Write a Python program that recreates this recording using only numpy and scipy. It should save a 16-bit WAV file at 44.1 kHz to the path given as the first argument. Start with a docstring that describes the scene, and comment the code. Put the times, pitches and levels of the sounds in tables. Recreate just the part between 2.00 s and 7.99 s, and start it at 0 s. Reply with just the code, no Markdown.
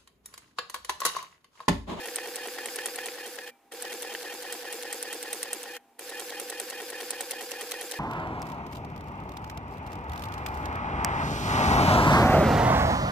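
"""Close beside a sped-up inkjet printer: clacking, whirring strokes, ten a second, in three runs.
At each reversal the carriage clacks across its play, then rattles as the belt jerks it up to speed.
Under way the belt teeth hum, the gears sing, the carriage rubs along its rail and the frame rumbles.
The treble has a fine ripple, and a dull room tail and faint idle noise fill the short pauses."""
import sys
import numpy as np
from scipy import signal
from scipy.fft import rfft, irfft, next_fast_len
from scipy.io import wavfile
from scipy.ndimage import uniform_filter1d

SR = 44100
rng = np.random.default_rng(int(sys.argv[2]) if len(sys.argv) > 2 else 0)


def store_wav(level_fs):
    """Save 16-bit WAV to argv[1]."""
    pcm = np.round(np.clip(np.atleast_2d(level_fs), -1, 1) * 32767)
    wavfile.write(sys.argv[1], SR, pcm.T.astype(np.int16))


N = 264159
TIME = np.arange(N) / SR
BRAKING_S = .06  # no reversal this close to a stop: the last stroke runs on

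# Print runs: start t/s, stop t/s, stroke length/s, effort/dB, easing off/dB,
# crack/dB re the clack's strike, jerk/dB re effort
RUNS = [(-.1435, 1.502, 0.1, -39.5, 5, -5, -1.5), (1.7194, 3.773, .10055, -40, 2.5, -3, -1.5),
        (3.9925, 6.45, .1011, -40.5, -1, -1.5, -0.5)]


def strokes(jerk_spread_db=1.0):
    """Even strokes, a return first. Rows: start t/s, end t/s, 1 if returning, crack/dB, jerk/dB."""
    rows = []
    for start, stop, stroke_s, _, _, crack_db, jerk_db in RUNS:
        turns = np.arange(start, stop - BRAKING_S, stroke_s)
        ends = np.r_[turns[1:], stop]
        rows += [(turns[k], ends[k], (k + 1) % 2, crack_db, jerk_db) for k in range(len(turns))]
    rows = np.array(rows)
    rows[:, -1] += rng.standard_normal(len(rows)) * jerk_spread_db
    return rows


def effort(soft_start_db=6, soft_start_s=0.052, ease_s=0.45):
    """How hard the drive works, in dB: runs start softly; two ease off at the end, the last pushes on."""
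    out = np.zeros(N)
    for start, stop, _, level_db, ease_db, _, _ in RUNS:
        building = np.exp(-np.maximum(TIME - start, 0) / soft_start_s)
        easing = np.clip(1 - (stop - TIME) / ease_s, 0, 1)
        run_db = level_db - soft_start_db * building - ease_db * easing
        out = np.where(TIME > start - BRAKING_S, run_db, out)
    return out


def motion(rows, ramp_s=0.018, slip_s=.00012):
    """The carriage's travel: position (0-1 out, 1-2 back), share of the stroke, moving gate, track spot."""
    starts, ends, returning, _, _ = rows.T
    stroke = np.maximum(np.searchsorted(starts, TIME, side="right") - 1, 0)
    age = TIME - starts[stroke]
    share = np.clip(age / (ends - starts)[stroke], 0, 1)
    moving = sum(np.clip(np.minimum(TIME - start, stop - TIME) / ramp_s + .5, 0, 1)
                 for start, stop, *_ in RUNS)
    # sample index into the track's roughness: one stretch per direction, never met quite on time
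    spot = (np.abs(age + returning[stroke] + slip_s * drift(12)) * SR).astype(int)
    return returning[stroke] + share, share, moving, spot


# Accented reversals: t/s, strike level/dB, rebound level/dB
ACCENTS = [(0.0565, -37.5, -46), (.158, -25.5, -35), (0.357, -30.5, -35), (.6574, -31, -45.5),
           (0.758, -30.5, -39), (0.8575, -26.5, -34.5), (0.958, -31.5, -49), (1.058, -31, -36),
           (1.2594, -41, -39.5), (1.72, -43.5, -46), (1.8222, -33.5, -40), (1.9215, -40, -35.5),
           (2.0218, -33.5, -36), (2.4234, -39.5, -41.5), (2.524, -31.5, -38), (2.7255, -32.5, -39),
           (2.825, -37.5, -37), (2.9269, -31.5, -38), (3.0262, -31, -40.5), (3.1274, -33, -38.5),
           (3.2272, -33, -39), (3.3292, -27, -38), (3.4292, -26.5, -40), (3.53, -27, -40.5),
           (3.63, -37.5, -39.5), (3.9922, -38.5, -54), (4.095, -38.5, -40), (4.1957, -37, -38.5),
           (4.2966, -39.5, -38), (4.3978, -32, -40), (4.499, -32, -43), (4.5986, -29.5, -43),
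           (4.7, -35, -38.5), (4.902, -36.5, -48), (5.003, -42, -37), (5.1056, -27.5, -37),
           (5.2071, -29.5, -38), (5.309, -28, -32), (5.4088, -40, -38), (5.5099, -37, -32),
           (5.6097, -37, -35), (5.7111, -34, -28.5), (5.8105, -36, -40), (5.9123, -34.5, -31.5)]
# The carriage clicking home after the second run: t/s, level/dB
HOME_CLICKS = [(3.766, -38), (3.7712, -52)]
# Bright ring of the carriage plastic: f/Hz, width/Hz, level/dB
CLACK_MODES = [(7810, 560, 0), (8780, 460, 0.5), (9900, 560, 0), (11000, 510, -1.5)]
# EQ of the dry crack: f/Hz, level/dB
CRACK_EQ = [(300, -12), (1800, 5.5), (2700, 1), (3700, 4.5), (4900, 2), (6000, 2.5), (8000, 4.5),
            (15000, 0)]
# EQ of the rebound: f/Hz, level/dB
REBOUND_EQ = [(300, -7.5), (800, -1.5), (1700, 1), (2400, 2.5), (3400, 7), (4800, 0.5), (6000, 3),
              (10000, -3.5), (12500, -2.5), (15000, -8)]


def clacks(turns, effort_db, spread_db=4.5, rebound_s=0.0055, settle_s=0.0165):
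    """At each reversal the carriage snaps across its play, rebounds and, on the way back, settles."""
    times, _, returning, crack_db, _ = turns.T.copy()
    back = returning > 0
    drive_db = np.interp(times, TIME, effort_db)
    chance_db = rng.standard_normal((len(times), 2)) * spread_db
    strike_db = drive_db - 7.5 + chance_db[:, 0]
    rebound_db = drive_db - 7 + chance_db[:, 1]
    for accent in ACCENTS:  # each takes the place of the nearest soft clack
        k = np.argmin(abs(times - accent[0]))
        times[k], strike_db[k], rebound_db[k] = accent
    hits = times - .0001
    strike = noise() * bursts(hits, strike_db + 0.5, hold_s=0.0023, decay_s=0.0011, rise_s=0.0008)
    crack = noise() * bursts(hits, strike_db + crack_db, hold_s=0.0023, decay_s=0.0016, rise_s=0.00043)
    home = noise() * bursts(*np.transpose(HOME_CLICKS), hold_s=0.0017, decay_s=0.00074)
    rebound = noise() * bursts(times + rebound_s, rebound_db + 0.2,
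                               hold_s=0.003, decay_s=0.0022, rise_s=0.0019)
    settle = noise() * bursts(times[back] + settle_s, drive_db[back], hold_s=0.0009, decay_s=0.0012)
    ringing = ring(strike + settle, CLACK_MODES)
    snaps = colour(crack + settle + home, CRACK_EQ) + colour(rebound, REBOUND_EQ)
    return treble_ripple(low_cut(ringing + snaps), wet_db=-7)


# Heavy jolts as the belt snatches or brakes the carriage: t/s, level/dB
JOLTS = [(.084, -37.5), (.184, -34), (.283, -38), (.484, -36), (.585, -33.5), (.685, -37), (.786, -30),
         (0.884, -37), (0.986, -30.5), (1.084, -33.5), (1.386, -32.5), (1.475, -36), (1.495, -48),
         (1.85, -33.5), (2.149, -35), (3.748, -43), (3.766, -40), (5.536, -42), (5.738, -37), (5.937, -36)]
# EQ of a hard jolt: f/Hz, level/dB
JOLT_EQ = [(150, -26.5), (330, 1), (800, 2), (1200, -0.5), (1750, 11), (3200, 1), (7000, -11),
           (15000, -14.5)]
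# EQ of the duller rattle on every stroke: f/Hz, level/dB
JERK_EQ = [(150, -25.5), (330, 4.5), (600, 3.5), (780, 9.5), (1200, 0.5), (1750, 4.5), (3200, -5),
           (7000, -13), (15000, -24.5)]


def jerks(turns, effort_db, spot, taut_s=0.0219, outward_db=3, grain_db=1.5):
    """After each reversal the belt pulls taut and the carriage rattles; now and then it jolts hard."""
    times, _, returning, _, jerk_db = turns.T
    back = returning > 0
    jerk_db = jerk_db + np.interp(times, TIME, effort_db) + outward_db * ~back
    jerk = bursts(times + taut_s, jerk_db - 2, hold_s=0.0072, decay_s=0.0045, rise_s=0.0052)
    # the outward stroke ends with a dull bump
    arrival = bursts(times[back] - .004, jerk_db[back] - 1, hold_s=0.0083, decay_s=0.0053, rise_s=0.0029)
    # halfway back the carriage runs over a small unevenness
    midway = bursts(times[back] + 0.0536, jerk_db[back] - 15.5,
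                    hold_s=.004, decay_s=0.0055, rise_s=0.0025)
    jolt = bursts(*np.transpose(JOLTS), hold_s=0.0018, decay_s=0.0033, rise_s=0.00097)
    rattle = retraced(noise() * from_db(grain_db * drift(700)), spot)
    knocks = colour((jerk + arrival + midway) * rattle, JERK_EQ) + colour(jolt * noise(), JOLT_EQ)
    return treble_ripple(low_cut(knocks), wet_db=-5)


def belt_load(position, share):
    """Hum level in dB: it dips at the turn, as the belt slackens, and as the carriage coasts."""
    back = position > 1
    turn = bell(share, np.where(back, 0.14, 0.18), 0.066)
    slack = bell(share, np.where(back, 0.44, 0.42), np.where(back, 0.14, 0.069))
    coast = bell(share, np.where(back, 0.9, 0.73), np.where(back, 0.06, 0.095))
    return -2.4 - 12 * turn - 16 * slack - 6 * coast


# Carriage speed through a stroke: place/strokes, speed/full speed
SPEED_CURVE = [(0, .985), (.25, .96), (.45, .995), (.62, 1.0), (.85, 1.003), (1, .985)]
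# Whine over the belt hum: harmonic number, level/dB re effort, from/strokes, to/strokes
BELT_WHINE = [(5, -9.5, 0.35, 1.05), (5, -20, 1, 2.1)]


def belt(position, share, tooth_hz=492.3, waver=0.003, flutter_db=1, rise_db_per_s=0.4):
    """Belt teeth meeting the pulley give a clean hum and a thin whine that grows as the print goes on."""
    speed = np.interp(share, *np.transpose(SPEED_CURVE))
    phase = phase_of(tooth_hz * speed * (1 + waver * drift(150)))
    out = from_db(belt_load(position, share)) * tone(phase + 0.15 * drift(70))
    rise_db = rise_db_per_s * (TIME - TIME.mean())
    for harmonic, level_db, begin, end in BELT_WHINE:
        gain = swell(position, begin, end) * from_db(level_db + rise_db + flutter_db * drift(150))
        out += gain * tone(harmonic * phase)
    return out


# Gliding notes of motor and gears: first f/Hz, last f/Hz, level/dB re effort, from/strokes, to/strokes
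GEAR_NOTES = [(420, 323, -9, 0.25, 0.416), (364, 316, -14.5, .47, .72), (450, 309, -7, 1.14, 1.44),
              (763, 808, -7, .2, .38), (785, 850, -9, .66, 1.018), (1875, 1845, -7, 0.17, .55),
              (1737, 1712, -5, .35, 0.69), (1776, 1785, -2.5, .71, 0.827), (1839, 1900, -6, .88, 1.1),
              (1790, 1700, -9.5, 1.86, 2.076), (2790, 2720, -13.5, .7, 1.15), (3104, 3200, -10, .72, 1.13),
              (4700, 4850, -14.5, .24, 0.48), (4840, 4920, -15, 1.3, 1.8), (4890, 4925, -9, 1.77, 1.864),
              (7200, 7450, -12, 1.37, 1.614)]


def gears(position, pitch_wander=0.0041):
    """Motor and gears sing the same glides at the same places on every trip; high notes are roughest."""
    wander = 1 + pitch_wander * drift(18)
    out = np.zeros((2, N))
    for first_hz, last_hz, level_db, begin, end in GEAR_NOTES:
        flutter = from_db(1.8 * drift(90) - .2)
        phase_jitter = .22 * first_hz / 1000 * drift(380)
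        place, length = (position - begin) % 2, end - begin
        on = np.flatnonzero(place < length)
        hz = np.interp(place[on], [0, length], [first_hz, last_hz]) * wander[on]
        cycles = np.cumsum(hz) / SR
        new_trip = np.diff(on, prepend=0) > 1
        cycles -= np.maximum.accumulate(cycles * new_trip)  # the phase restarts on every trip
        gain = from_db(level_db) * swell(place[on], 0, length, edge=0.044) * flutter[on]
        out[:, on] += gain * tone(2 * np.pi * cycles + phase_jitter[on])
    return low_cut(out)


# EQ of the carriage rubbing on its rail: f/Hz, level/dB
RUB_EQ = [(150, -12.5), (400, -0.5), (770, 1), (1150, 1.5), (1750, 5.5), (2100, 2.5), (2600, 2),
          (3250, 3.5), (4000, 0), (4900, -0.5), (5800, -5.5), (7200, -4), (8200, -7), (15500, -7.5)]
# EQ of the airy hiss on the way back: f/Hz, level/dB
HISS_EQ = [(3000, -18), (6000, 11.5), (11000, 6), (13300, 15.5), (15500, -13.5)]


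def rail(position, share, spot, hiss_rise_db_per_s=0.16, flicker_db=1.5):
    """Grainy, juddering friction that dips after each turn, with a hiss strongest on the return."""
    rub_db = -6 - 2 * bell(share, 0.21, 0.09) + 0.05 * swell(position, 1, 2.5)
    grain = from_db(2.5 * drift(900) + 1.5 * drift(110))
    rub = colour(retraced(noise() * grain, spot) * from_db(rub_db), RUB_EQ)
    hiss = colour(retraced(noise(), spot), HISS_EQ)
    hiss_db = -11.5 + hiss_rise_db_per_s * (TIME - TIME.mean()) + flicker_db * drift(30)
    return treble_ripple(rub + hiss * from_db(hiss_db) * bell(position, 1.54, 0.6), wet_db=-5)


# Low body of the frame: f/Hz, width/Hz, level/dB
FRAME_MODES = [(229.8, 9.6, -6), (311.6, 22.3, 1.5), (367.6, 15, 0.5), (452, 34.5, 1), (542.4, 28, 1),
               (764, 75, -2), (977, 35, -12)]


def frame(share, spot, rumble_db=-11.5, shake_db=8):
    """The moving mass shakes the frame's resonances, most while the carriage gathers speed."""
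    rumble = rms_one(low_cut(ring(retraced(noise(), spot), FRAME_MODES)))
    return from_db(rumble_db + shake_db * bell(share, 0.18, 0.2)) * rumble


def run_down(hz=2410, width_hz=45, level_db=-59, decay_s=0.03, sag_per_s=0.53):
    """After the first run a rough whine lingers briefly and sinks a little."""
    age = np.maximum(TIME - RUNS[0][1], 0)
    envelope = from_db(level_db) * (age > 0) * np.exp(-age / decay_s)
    return envelope * resonance(hz * np.exp(-sag_per_s * age), width_hz)


# Hums of the idling machine: f/Hz, width/Hz, level/dB
IDLE_HUMS = [(244, 11, -74.5), (695, 16, -78), (795, 24, -71.5)]
# EQ of the idle noise bed: f/Hz, level/dB
IDLE_EQ = [(25, -21), (160, -17), (280, -2), (550, -8), (900, -4.5), (1150, -12), (2500, -16),
           (4500, -24.5), (15000, -26)]


def idle(hiss_db=-66):
    """The idling machine: faint hums over a dull hiss."""
    hums = sum(from_db(level_db) * resonance(hz, width_hz) for hz, width_hz, level_db in IDLE_HUMS)
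    return hums + from_db(hiss_db) * colour(noise(), IDLE_EQ)


def treble_ripple(x, wet_db, decay_s=0.005, above_hz=2200):
    """Very short random echoes give the treble a fine ripple, different in each channel."""
    age = np.arange(SR // 20) / SR
    echoes = rng.standard_normal((2, len(age))) * np.exp(-age / decay_s)
    echoes = signal.sosfilt(signal.butter(2, above_hz, "high", fs=SR, output="sos"), echoes)
    echoes *= from_db(wet_db) / np.linalg.norm(echoes, axis=1, keepdims=True)
    return x + signal.fftconvolve(x, echoes, axes=1)[:, :N]


def room(x, send_db=-23, t60_s=0.38, dull_hz=3000):
    """A faint, dull room tail, heard as it fades in the pauses."""
    age = np.arange(SR // 3) / SR
    echoes = rng.standard_normal((2, len(age))) * from_db(-60 * age / t60_s)
    echoes *= from_db(send_db) / np.linalg.norm(echoes, axis=1, keepdims=True)
    echoes = signal.sosfilt(signal.butter(2, dull_hz, fs=SR, output="sos"), echoes)
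    return x + signal.fftconvolve(x, echoes, axes=1)[:, :N]


# Stereo width: f/Hz, side minus mid/dB
STEREO_WIDTH = [(50, -1.5), (300, -17.5), (700, -14.5), (1500, -9), (2800, -6), (5000, -1), (15000, 0.5)]
# Stereo balance: f/Hz, left minus right/dB
STEREO_LEAN = [(600, -0.9), (1400, 0.7), (3100, 0), (6000, -1.5), (10000, -2), (14000, 2)]


def stereo(pair):
    """Mid and side become left and right: narrow in the low mids, wide in the treble."""
    size = 2 * (N // 2 + 1)
    hz = np.fft.rfftfreq(size, 1 / SR)
    mid, side = rfft(pair, size)
    side = side * from_db(at_hz(STEREO_WIDTH, hz))
    lean = from_db(at_hz(STEREO_LEAN, hz) / 2)
    return irfft(np.array([(mid + side) * lean, (mid - side) / lean]))[:, :N]


def retraced(x, spot, repeating=0.7):
    """Part of a roughness belongs to the track and returns on every trip; the rest is new each time."""
    return np.sqrt(repeating) * x[:, ::-1][:, spot] + np.sqrt(1 - repeating) * x


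def bursts(times, levels_db, hold_s, decay_s, rise_s=0.0004):
    """Envelope of contacts that close, chatter for a moment and then die away."""
    envelope, age = np.zeros(N + SR // 10), np.arange(SR // 10) / SR
    shape = np.minimum(age / rise_s, 1) * np.exp(-np.maximum(age - hold_s, 0) / decay_s)
    for onset_s, gain in zip(times, from_db(levels_db)):
        start = min(int(onset_s * SR), N)
        envelope[start:start + len(age)] += gain * shape
    return envelope[:N]


def ring(x, modes):
    """Parallel resonances; white noise roughly keeps its power."""
    out, power = 0, 0
    for k, (hz, width_hz, level_db) in enumerate(modes):
        b, a = signal.iirpeak(hz, hz / width_hz, fs=SR)
        out = out + (-1) ** k * from_db(level_db) * signal.lfilter(b, a, x + 1e-18)
        power += from_db(level_db) ** 2 * np.pi * width_hz / SR
    return out / np.sqrt(power)


def resonance(hz, width_hz):
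    """A resonance shaken at random: strength and phase wander as fast as its width allows."""
    phase = phase_of(hz)
    in_phase = drift(1.5 * width_hz) * tone(phase)
    quadrature = drift(1.3 * width_hz) * tone(phase + np.pi / 2)
    return (in_phase + quadrature) / np.sqrt(2)


def colour(x, eq):
    """Minimum-phase EQ that keeps the power of white noise."""
    size = next_fast_len(N + 8192, real=True) // 2 * 2
    gain = rms_one(from_db(at_hz(eq, np.fft.rfftfreq(size, 1 / SR))))
    cepstrum = irfft(np.log(gain))
    cepstrum[1:size // 2] *= 2
    cepstrum[size // 2 + 1:] = 0
    return irfft(rfft(x, size) * np.exp(rfft(cepstrum)))[..., :N]


def low_cut(x, hz=225):
    """Small plastic parts radiate little bass."""
    return signal.sosfilt(signal.butter(4, hz, "high", fs=SR, output="sos"), x)


def at_hz(curve, hz):
    """A curve read on a log-frequency axis."""
    knots_hz, values = np.transpose(curve)
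    return np.interp(np.log(np.maximum(hz, 1)), np.log(knots_hz), values)


def drift(rate):
    """Smooth random motion of RMS 1 that changes about rate times a second."""
    knots = rng.standard_normal(8192)
    return rms_one(uniform_filter1d(np.interp(TIME * rate, np.arange(len(knots)), knots), size=32))


def swell(position, begin, end, edge=0.11):
    """Fades in and out over one stretch of the trip."""
    return np.clip(np.minimum(position - begin, end - position) / edge, 0, 1)


def bell(place, centre, width):
    """A bell of height 1 around one place in the trip."""
    return np.exp(-((place - centre) / width) ** 2)


def tone(phase):
    """A sine of RMS 1, with mid and side a quarter cycle apart."""
    return np.sqrt(2) * np.array([np.sin(phase), np.cos(phase)])


def phase_of(hz):
    return 2 * np.pi * np.cumsum(hz * np.ones(N)) / SR


def noise():
    return rng.standard_normal((2, N))


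def from_db(db):
    return 10 ** (np.asarray(db) / 20)


def rms_one(x):
    return x / np.sqrt(np.mean(x ** 2) + 1e-20)


def scene():
    """The shuttling carriage and its knocks, over the idling machine."""
    rows, effort_db = strokes(), effort()
    position, share, moving, spot = motion(rows)
    running = frame(share, spot) + rail(position, share, spot) + belt(position, share) + gears(position)
    carriage = moving * from_db(effort_db) * running
    turns = rows[rows[:, 0] > 0]  # the first run is already under way at 0 s
    knocks = clacks(turns, effort_db) + jerks(turns, effort_db, spot)
    return stereo(room(carriage + knocks) + run_down() + idle())


def record(dry, cutoff_hz=15400):
    """A steep low-pass takes off the very top."""
    return signal.sosfilt(signal.ellip(10, .2, 80, cutoff_hz, fs=SR, output="sos"), dry)


dry = scene()
out = record(dry)
store_wav(out)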